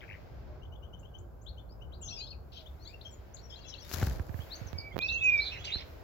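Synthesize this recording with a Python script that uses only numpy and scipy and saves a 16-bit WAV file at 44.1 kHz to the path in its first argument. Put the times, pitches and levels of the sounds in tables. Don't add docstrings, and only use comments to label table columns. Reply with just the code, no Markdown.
import sys
import numpy as np
from scipy import signal
from scipy.fft import rfft, irfft, next_fast_len
from scipy.io import wavfile
from scipy.ndimage import uniform_filter1d, map_coordinates

SR = 44100
rng = np.random.default_rng(int(sys.argv[2]) if len(sys.argv) > 2 else 0)


def file_out(sig):
    cols = np.atleast_2d(sig).T
    lim = np.clip(cols, -1, 1)
    pcm = np.round(lim * 32767).astype(np.int16)
    wavfile.write(sys.argv[1], SR, pcm)


N = 265967
TIME = np.arange(N) / SR

# t/s, level/dB
WING_STROKES = [(3.939, -36), (3.965, -38), (3.985, -39), (4.015, -33), (4.028, -23), (4.071, -29),
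                (4.112, -34.5), (4.16, -41.5), (4.197, -30), (4.294, -34), (4.343, -32.5), (4.391, -33.5),
                (4.613, -35.5), (4.657, -38), (4.731, -35), (4.753, -37), (4.787, -39), (4.944, -38),
                (5.757, -36.5)]
# t/s, left over right level/dB, feather snap over push level/dB
FINCH_PATH = [(3.95, 6, -6.5), (4.1, -0.5, -11.5), (4.3, -24, -12.5), (4.75, -28.5, -28),
              (4.97, -34.5, -19.5), (5.76, -15.5, -6)]
# f/Hz, level/dB
SNAP_COLOUR = [(60, -14.5), (250, 3.5), (600, -3.5), (1200, -14), (2500, -33), (6000, -28), (15000, -42.5)]
# f/Hz, level/dB
SWISH_COLOUR = [(100, -11), (500, -5), (1000, 1), (1700, -2.5), (2500, -14), (6000, -19.5), (15000, -37)]
# t/s, half length/s, level/dB
WING_TIP_SLIPS = [(3.941, 0.0057, -35), (4.016, 0.0029, -47.5), (4.069, 0.0025, -40)]
# f/Hz, level/dB
FEATHER_COLOUR = [(300, 0), (1500, 4), (2500, 0), (4500, 8.5), (7500, 5), (11000, 4.5), (15500, -5)]
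BRUSH_FROM_S, BRUSH_TO_S, BRUSH_RISE_DB_PER_S, BRUSH_FALL_DB_PER_S = 3.917, 4.033, 200, 92
# t/s, click level/dB, knock level/dB
DRY_TICKS = [(3.915, -31.5, -52), (4.731, -36, -42.5), (4.961, -55.5, -30), (4.9665, -48, -21.5),
             (4.98, -32.5, -28.5), (4.99, -23.5, -37.5), (5.022, -38, -57.5), (5.12, -39.5, -43.5)]
# f/Hz, level/dB
CLICK_COLOUR = [(200, 18), (1500, 9.5), (4000, 7.5), (7500, -10), (15000, -9)]
# f/Hz, level/dB
KNOCK_COLOUR = [(40, -18), (120, 1.5), (500, 3), (900, -6), (2000, -15.5), (6000, -45)]

# t/s, length/s ahead of soft edges, start f/Hz, end f/Hz, level/dB
CLEAR_NOTES = [(0.99, 0.02, 5960, 7600, -61.5), (1.183, 0.019, 5750, 7700, -60),
               (1.415, 0.032, 5940, 7700, -65.5), (1.464, .038, 3180, 4430, -52.5),
               (1.574, 0.029, 2850, 3486, -55), (1.696, .044, 4350, 5140, -64.5),
               (1.812, .024, 2700, 3074, -56.5), (1.922, 0.036, 2830, 4700, -58),
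               (2.017, 0.034, 2780, 3480, -52.5), (2.079, 0.029, 3240, 4560, -43),
               (2.125, 0.019, 3250, 3380, -48.5), (2.171, .067, 2370, 3230, -55.5),
               (2.173, 0.042, 5600, 7000, -58), (2.205, 0.049, 3900, 4340, -43.5),
               (2.264, 0.034, 3110, 4400, -48.5), (2.306, 0.017, 4940, 4140, -46),
               (2.311, 0.038, 3320, 2310, -57), (2.565, .031, 3380, 3040, -51),
               (2.661, 0.019, 3070, 3630, -49), (2.797, 0.061, 4020, 4590, -59.5),
               (2.816, 0.1, 5400, 7470, -66), (2.853, 0.055, 3800, 4850, -51.5),
               (2.86, 0.038, 3240, 3800, -55), (2.861, 0.072, 1980, 2520, -65.5),
               (2.932, 0.023, 2610, 2780, -55), (3.011, 0.0097, 2940, 4650, -49.5),
               (3.038, 0.092, 5380, 5650, -64.5), (3.051, 0.041, 3124, 3290, -48),
               (3.115, 0.039, 7450, 6730, -56), (3.34, 0.022, 6050, 7660, -56.5),
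               (3.366, 0.013, 5080, 3270, -49.5), (3.386, 0.015, 3790, 4590, -54),
               (3.421, 0.049, 5600, 5690, -58.5), (3.495, 0.037, 5240, 5350, -58.5),
               (3.518, 0.032, 3050, 3374, -47), (3.555, 0.024, 3700, 4520, -53.5),
               (3.644, 0.05, 3400, 3400, -54), (3.669, 0.051, 6700, 5310, -55.5),
               (3.718, 0.051, 3300, 2650, -49.5), (3.739, 0.0071, 3200, 4380, -40.5),
               (3.78, 0.015, 3770, 4580, -52), (3.805, 0.045, 6000, 5260, -51.5),
               (4.405, 0.028, 2980, 3380, -54.5), (4.507, .045, 3620, 4600, -42.5),
               (4.552, 0.019, 5700, 6720, -48.5), (4.669, 0.024, 6520, 5560, -51.5),
               (4.783, 0.037, 5020, 4430, -45), (4.923, 0.023, 3100, 3420, -53),
               (5.01, 0.028, 3340, 4350, -40.5), (5.062, .033, 5950, 5460, -55.5),
               (5.084, 0.027, 3560, 4320, -37.5), (5.124, 0.027, 5900, 6500, -47.5),
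               (5.236, .033, 6940, 6550, -49.5), (5.374, .026, 5170, 4750, -48.5),
               (5.39, 0.056, 3635, 4320, -39), (5.458, 0.034, 3940, 3350, -43),
               (5.462, 0.029, 3950, 4120, -41), (5.507, 0.053, 2400, 2780, -48),
               (5.571, .03, 2980, 2400, -50), (5.657, 0.036, 3350, 2664, -41),
               (5.713, 0.048, 3430, 4300, -36.5), (5.729, 0.062, 3800, 4350, -38)]
NOTE_BOW, NOTE_CREST = .7, 0.38
PIP_START_S, PIP_GAP_S, PIP_S, PIP_FROM_HZ, PIP_TO_HZ, PIP_DB = .62, .1035, .03, 2790, 3150, -58.5
PIP_FLICK_S, PIP_FLICK_RISE, PIP_FLICK_DB = 0.016, 1.11, -8.5
# pitch as t/s, f/Hz; level as t/s, level/dB
FALLING_WHISTLE = [(2.015, 7494), (2.033, 6696), (2.047, 6420), (2.165, 5195), (2.169, 5014),
                   (2.215, 4411)], [(2.012, -67), (2.022, -52), (2.032, -53.5), (2.134, -52.5),
                   (2.142, -55.5), (2.204, -48.5), (2.22, -58)]
# pitch as t/s, f/Hz; level as t/s, level/dB
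LEAD_IN_WHISTLE = [(4.74, 2250), (4.864, 2307), (4.906, 2260), (4.914, 2185), (4.925, 2100)], [(4.74, -65),
                   (4.848, -50), (4.88, -48), (4.9, -65.5), (4.922, -48), (4.935, -64.5)]
# pitch as t/s, f/Hz; level as t/s, level/dB
ARCHING_WHISTLE = [(4.998, 2410), (5.014, 2437), (5.078, 2654), (5.162, 2677), (5.25, 2545), (5.312, 2420),
                   (5.35, 2385), (5.378, 2307), (5.41, 2298)], [(4.985, -51.5), (5.003, -42.5),
                   (5.031, -34), (5.065, -34.5), (5.077, -51), (5.091, -35.5), (5.181, -34), (5.201, -48.5),
                   (5.219, -32), (5.293, -23), (5.311, -30), (5.357, -25.5), (5.373, -35.5), (5.401, -28),
                   (5.418, -56)]
# t/s, length/s, pulse rate/(1/s), centre f/Hz, pitch scatter/share, level/dB
RASP_CALLS = [(.008, 0.039, 128, 2340, 0.17, -53.5), (.082, 0.074, 100, 2300, 0.13, -53.5),
              (2.521, 0.1, 920, 3770, 0.2, -56), (3.683, 0.032, 530, 5660, 0.05, -52),
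              (5.43, 0.073, 600, 3990, 0.042, -42.5), (5.509, 0.068, 230, 2520, 0.096, -48.5),
              (5.642, .02, 1300, 3790, 0.22, -41.5), (5.669, 0.062, 206, 2700, 0.15, -46.5),
              (5.772, 0.059, 330, 3080, 0.23, -49)]
RASP_SAG, RASP_CHIRP_PER_S = 0.11, 35
# start t/s, end t/s, slur rate/(1/s), level/dB
UNDERSONG_SPANS = [(2.027, 2.3, 41, -56), (3.496, 3.836, 60, -61), (5.02, 5.4, 40, -51.5),
                   (5.422, 5.8, 47, -58)]
# t/s, left over right level/dB
SONG_PATH = [(0, 6.5), (.8, 15.5), (2.2, 7.5), (3.7, 13), (4.5, 5.5), (5, -2.5), (5.8, -5)]
PORT_LAG_S = 0.000496

# t/s, centre f/Hz
HOOT_CALLS = [(0.451, 360), (.46, 620), (1.17, 354.3), (1.93, 360.5), (2.57, 626)]
# t/s, rumble level/dB, distant wash level/dB
AIR_LEVELS = [(0, -54, -59), (.55, -50, -58), (1.4, -52.5, -61.5), (2.1, -49.5, -58.5), (2.5, -54, -61),
              (3.9, -54, -59.5), (4.02, -44, -46), (4.1, -37.5, -49.5), (4.26, -50.5, -55), (4.6, -56, -56),
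              (5.1, -51, -56), (6.03, -52.5, -56.5)]
# t/s, hiss level/dB, high hiss level/dB
HISS_LEVELS = [(0, -64, -76.5), (.55, -68, -83.5), (.75, -79.5, -79), (2.4, -78, -78), (2.6, -71, -73),
               (3.8, -65, -79.5), (4, -48, -74.5), (4.28, -68, -69.5), (4.39, -60.5, -60.5),
               (4.62, -56.5, -69), (4.9, -67, -74), (5.2, -64.5, -74.5), (5.38, -55.5, -65.5),
               (5.5, -56, -80), (5.8, -57.5, -83.5), (5.87, -60.5, -68), (6.03, -64, -72.5)]
# f/Hz, level/dB
RUMBLE_COLOUR = [(13, -60.5), (22, -32.5), (41, -5.5), (65, 1.5), (82, -2), (174, -15.5), (260, -24.5),
                 (340, -58), (570, -120)]
# f/Hz, level/dB
WASH_COLOUR = [(100, -24), (180, -16), (260, -5.5), (370, -3), (450, -4), (630, -3), (900, -10),
               (1250, -15.5), (1600, -16.5), (1780, -38.5), (2400, -39.5), (4000, -90)]
# f/Hz, level/dB
HISS_COLOUR = [(900, -3), (1600, 5.5), (2200, 3.5), (3500, -3.5), (5000, -3), (7500, -15.5), (10000, -20.5)]
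# f/Hz, level/dB
HIGH_HISS_COLOUR = [(5000, -7.5), (8000, -1.5), (11000, -3), (13000, -0.5), (15800, -6.5)]
# f/Hz, level/dB
MIC_RESPONSE = [(20, 2), (7400, -0.5), (8000, -9.5), (8500, -20), (9600, -11.5), (11000, -1.5),
                (16000, 7.5)]
TOP_HZ = 15900


def wings(push_hz, push_s, swish_s, push_db, snap_db, swish_db):
    air, swishes = np.zeros((2, N)), np.zeros((2, N))
    t = np.arange(SR // 8) / SR
    centred = t - t.mean()
    slap = impulse(SNAP_COLOUR, size=len(t) // 2 * 2 + 2)[:len(t)]
    chances = rng.standard_normal((len(WING_STROKES), 2))
    for (s, db), (pace, stiffness) in zip(WING_STROKES, chances):
        side, feather_db = finch_at(s)
        spread = 0.006 * (1 - np.exp(-t / 0.0025))
        cycles = push_hz * np.exp(0.16 * pace) * (t + spread)
        swell = t / push_s * np.exp(1 - t / push_s)
        swing = np.sin(2 * np.pi * cycles) * swell
        quill_hz = 1600 * np.exp(.06 * stiffness)
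        quill = 2.8 * np.sin(2 * np.pi * quill_hz * t) * np.exp(-t / .0011)
        snap = quill + amp(snap_db) * slap
        add(air, s, side * amp(db) * (amp(feather_db) * snap - amp(push_db) * swing))
        swish = amp(db + feather_db + swish_db) * np.exp(-np.abs(centred) / swish_s)
        add(swishes, s - t.mean(), side * swish)
    return air + swishes * noise(SWISH_COLOUR, alike=0.99)


def finch_at(s):
    times, side_db, snap_db = np.transpose(FINCH_PATH)
    return panned(np.interp(s, times, side_db)), np.interp(s, times, snap_db)


def feathers(level_db, grain_db):
    rise_db = BRUSH_RISE_DB_PER_S * np.maximum(BRUSH_FROM_S - TIME, 0)
    fall_db = BRUSH_FALL_DB_PER_S * np.maximum(TIME - BRUSH_TO_S, 0)
    grain = unit(amp(grain_db * wobble(450)))
    rub = amp(level_db - rise_db - fall_db) * grain
    slips = sum(amp(db) * np.exp(-((TIME - s) / width) ** 2) for s, width, db in WING_TIP_SLIPS)
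    return (rub + slips) * panned(side_db=15.5) * noise(FEATHER_COLOUR, alike=0.17)


def dry_ticks(click_db, knock_db):
    out = np.zeros((2, N))
    click, knock = impulse(CLICK_COLOUR), impulse(KNOCK_COLOUR)
    for s, sharp_db, dull_db in DRY_TICKS:
        side, _ = finch_at(s)
        tick = amp(sharp_db + click_db) * click + amp(dull_db + knock_db) * knock
        add(out, s, side * tick)
    return out


def song():
    chatter = warble(level_db=-1.0, pip_spread=0.0316, pip_uneven_db=2.5, flick_uneven_db=2.5)
    chatter = chatter + rasps(pulse_s=.0016, uneven_db=2.0, ends_db=-6)
    chatter = chatter + whistle(FALLING_WHISTLE, level_db=5, waver=0.0046)
    chatter = chatter + undersong(pitch_hz=3755, spread=.4, glide=0.077, length_s=.035)
    chatter = panned(curves(SONG_PATH)[0]) * chatter
    lead_in = whistle(LEAD_IN_WHISTLE, level_db=0.5, waver=0.0017)
    arch = whistle(ARCHING_WHISTLE, level_db=2.0, waver=0.0011)
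    held = panned(side_db=-5.5) * (lead_in + arch)
    near = chatter + held + thicket(chatter, t60=0.13, wet_db=-4.5, shared=0.71)
    ported = filtered(near, lambda hz: np.exp(np.outer([1, -1], 1j * np.pi * hz * PORT_LAG_S)))
    return ported + thicket(chatter + held, t60=0.34, wet_db=-10.0, shared=0.47)


def warble(level_db, pip_spread, pip_uneven_db, flick_uneven_db, count=6):
    out, pips = np.zeros((1, N)), []
    for k, (low, high, strength, flick) in enumerate(rng.uniform(-0.89, 1, (count, 4))):
        s = PIP_START_S + k * PIP_GAP_S
        start_hz = PIP_FROM_HZ * np.exp(2 * pip_spread * low)
        top_hz = PIP_TO_HZ * np.exp(pip_spread * high)
        db = PIP_DB + pip_uneven_db * strength
        flick_db = db + PIP_FLICK_DB + flick_uneven_db * flick
        pips.append((s, PIP_S, start_hz, top_hz, db))
        pips.append((s + PIP_S, PIP_FLICK_S, top_hz, top_hz * PIP_FLICK_RISE, flick_db))
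    for s, length, start_hz, end_hz, db in pips + CLEAR_NOTES:
        note = slur(length, start_hz, end_hz)
        add(out, s + (length - len(note) / SR) / 2, amp(db + level_db) * note)
    return out


def slur(length, start_hz, end_hz, edge=.27):
    u = np.arange(-edge, 1 + edge, 1 / (length * SR))
    pitch_hz = start_hz + (end_hz - start_hz) * (u + NOTE_BOW * u * (1 - u))
    crest = np.clip(NOTE_CREST, .1, .9)
    swell = np.sin(np.interp(u, [-edge, crest, 1 + edge], [0, np.pi / 2, np.pi])) ** 2
    return swell * syrinx(pitch_hz, overtone_db=-19.5, waver=0.013, shimmer_db=4.0)


def syrinx(pitch_hz, overtone_db, waver, shimmer_db):
    size = len(pitch_hz)
    phase = 2 * np.pi * np.cumsum(pitch_hz * (1 + waver * wobble(350, size))) / SR
    overtone_fade = 1 / (1 + (pitch_hz / 3500) ** 20)
    overtone = amp(overtone_db) * np.sin(2 * phase) * overtone_fade
    turbulence = 7 * waver * wobble(1800, size)
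    shimmer = amp(shimmer_db * wobble(160, size))
    return np.sqrt(2) * (np.sin(phase + turbulence) + overtone) * shimmer


def whistle(shape, level_db, waver):
    pitch, level = shape
    sounding = (TIME > level[0][0]) & (TIME < level[-1][0])
    gate = uniform_filter1d(1. * sounding, size=200)
    tone = syrinx(curves(pitch)[0], overtone_db=-50.5, waver=waver, shimmer_db=1.14)
    return gate * amp(curves(level)[0] + level_db) * tone


def rasps(pulse_s, uneven_db, ends_db):
    out, t = np.zeros((1, N)), np.arange(512) / SR
    centred = t - t.mean()
    bell = np.exp(-(centred / pulse_s) ** 2)
    for s, length, rate, pitch_hz, scatter, db in RASP_CALLS:
        onsets = np.arange(0, length, 1 / rate)
        for onset, (late, strength, *detune) in zip(onsets, rng.standard_normal((256, 4))):
            early = .5 - onset / length
            hz = pitch_hz * np.exp(RASP_SAG * early + scatter * np.array(detune)[:, None])
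            cycles = hz * centred * (1 + RASP_CHIRP_PER_S * centred)
            chirp = np.sin(2 * np.pi * cycles).sum(0) * bell
            pulse_db = db + uneven_db * strength + ends_db * (2 * early) ** 2
            size = amp(pulse_db) / np.sqrt(rate * pulse_s)
            add(out, s + onset + .0005 * late - t.mean(), size * chirp)
    return out


def undersong(pitch_hz, spread, glide, length_s):
    out = np.zeros((1, N))
    for start, end, rate, db in UNDERSONG_SPANS:
        onsets = np.arange(start, end, 1 / rate)
        for s, (height, slope, span, strength) in zip(onsets, rng.uniform(-1, 1, (60, 4))):
            u = np.linspace(-1, 1, int(length_s * SR * 2 ** (span / 2)))
            hz = pitch_hz * np.exp(spread * height + glide * slope * u)
            tone = syrinx(hz, overtone_db=-8.5, waver=0.011, shimmer_db=3.0)
            level = amp(db + 2 * strength - 2 * height)
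            add(out, s, level * np.cos(np.pi * u / 2) * tone)
    return out


def thicket(x, t60, wet_db, shared, count=12):
    t, out = np.arange(SR // 2) / SR, np.zeros((2, N))
    decay = amp(-60 * t / t60) * (1 - np.exp(-t / 0.0032))
    hop = N // count + 1
    for start in range(-hop, N, hop):
        left, right, both = rng.standard_normal((3, len(t))) * decay
        tail = np.array([left, right]) + shared * both
        tail /= np.linalg.norm(tail, axis=1, keepdims=True)
        span = np.arange(max(start, 0), min(start + 2 * hop, N))
        piece = x[:, span] * np.sin(np.pi * (span - start) / (2 * hop)) ** 2
        add(out, span[0] / SR, signal.fftconvolve(piece, tail, axes=1))
    return amp(wet_db) * out


def hoots(level_db, length_s, waver):
    out, size = np.zeros((2, N)), int(length_s * SR)
    swell = np.sin(np.linspace(0, np.pi, size))
    for s, pitch_hz in HOOT_CALLS:
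        phase = 2 * np.pi * np.cumsum(pitch_hz * (1 + waver * wobble(57.0, size))) / SR
        add(out, s, amp(level_db) * swell * np.sin(phase))
    return out


def outdoors():
    rumble_db, wash_db = curves(AIR_LEVELS)
    hiss_db, high_db = curves(HISS_LEVELS)
    rumble = amp(rumble_db + 2.5 + 0.79 * wobble(9)) * noise(RUMBLE_COLOUR, alike=0.68)
    wash = amp(wash_db + 1.5 + 0.22 * wobble(3.81)) * noise(WASH_COLOUR, alike=0.22)
    hiss = amp(hiss_db) * noise(HISS_COLOUR, alike=0.071) * panned(side_db=1.0)
    high_hiss = amp(high_db) * noise(HIGH_HISS_COLOUR, alike=0.081)
    return rumble + wash + hiss + high_hiss


def amp(db):
    return 10 ** (np.asarray(db) / 20)


def unit(x):
    return x / np.sqrt(np.mean(x ** 2) + 1e-20)


def gains(points, hz):
    f, db = np.transpose(points)
    return amp(np.interp(np.log(hz + 1), np.log(f + 1), db))


def curves(rows):
    s, *cols = np.transpose(rows)
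    return [np.interp(TIME, s, c) for c in cols]


def wobble(rate, size=N):
    knots = rng.standard_normal(int(size * rate / SR) + 4)
    return map_coordinates(knots, [np.arange(size) * rate / SR])


def filtered(x, response):
    m = next_fast_len(N + 8192)
    return irfft(rfft(x, m) * response(np.fft.rfftfreq(m, 1 / SR)), m)[..., :N]


def noise(spectrum, alike):
    a, b = filtered(rng.standard_normal((2, N)), lambda hz: gains(spectrum, hz))
    turn = np.arccos(np.clip(alike, -1, 1)) / 2
    return unit(np.cos(turn) * a + np.sin(turn) * np.array([b, -b]))


def impulse(spectrum, size=2048):
    cepstrum = irfft(np.log(gains(spectrum, np.fft.rfftfreq(size, 1 / SR))))
    cepstrum[1:size // 2] *= 2
    cepstrum[size // 2 + 1:] = 0
    pulse = irfft(np.exp(rfft(cepstrum)))
    return pulse / np.abs(pulse).max()


def panned(side_db):
    pair = amp(np.outer([.5, -.5], side_db))
    return pair / np.sqrt(np.mean(pair ** 2, axis=0))


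def add(track, s, sound):
    start = max(round(s * SR), 0)
    part = track[:, start:start + sound.shape[-1]]
    part += sound[..., :part.shape[1]]


def scene():
    flight = wings(push_hz=86, push_s=.007, swish_s=.006, push_db=1.5, snap_db=3, swish_db=-8)
    flight = flight + feathers(level_db=-46.0, grain_db=5.0)
    ticks = dry_ticks(click_db=6.5, knock_db=2)
    far_calls = hoots(level_db=-57.5, length_s=0.13, waver=0.022)
    return flight + ticks + song() + far_calls + outdoors()


def record(dry):
    return filtered(dry, lambda hz: gains(MIC_RESPONSE, hz) * (hz < TOP_HZ))


dry = scene()
out = record(dry)
file_out(out)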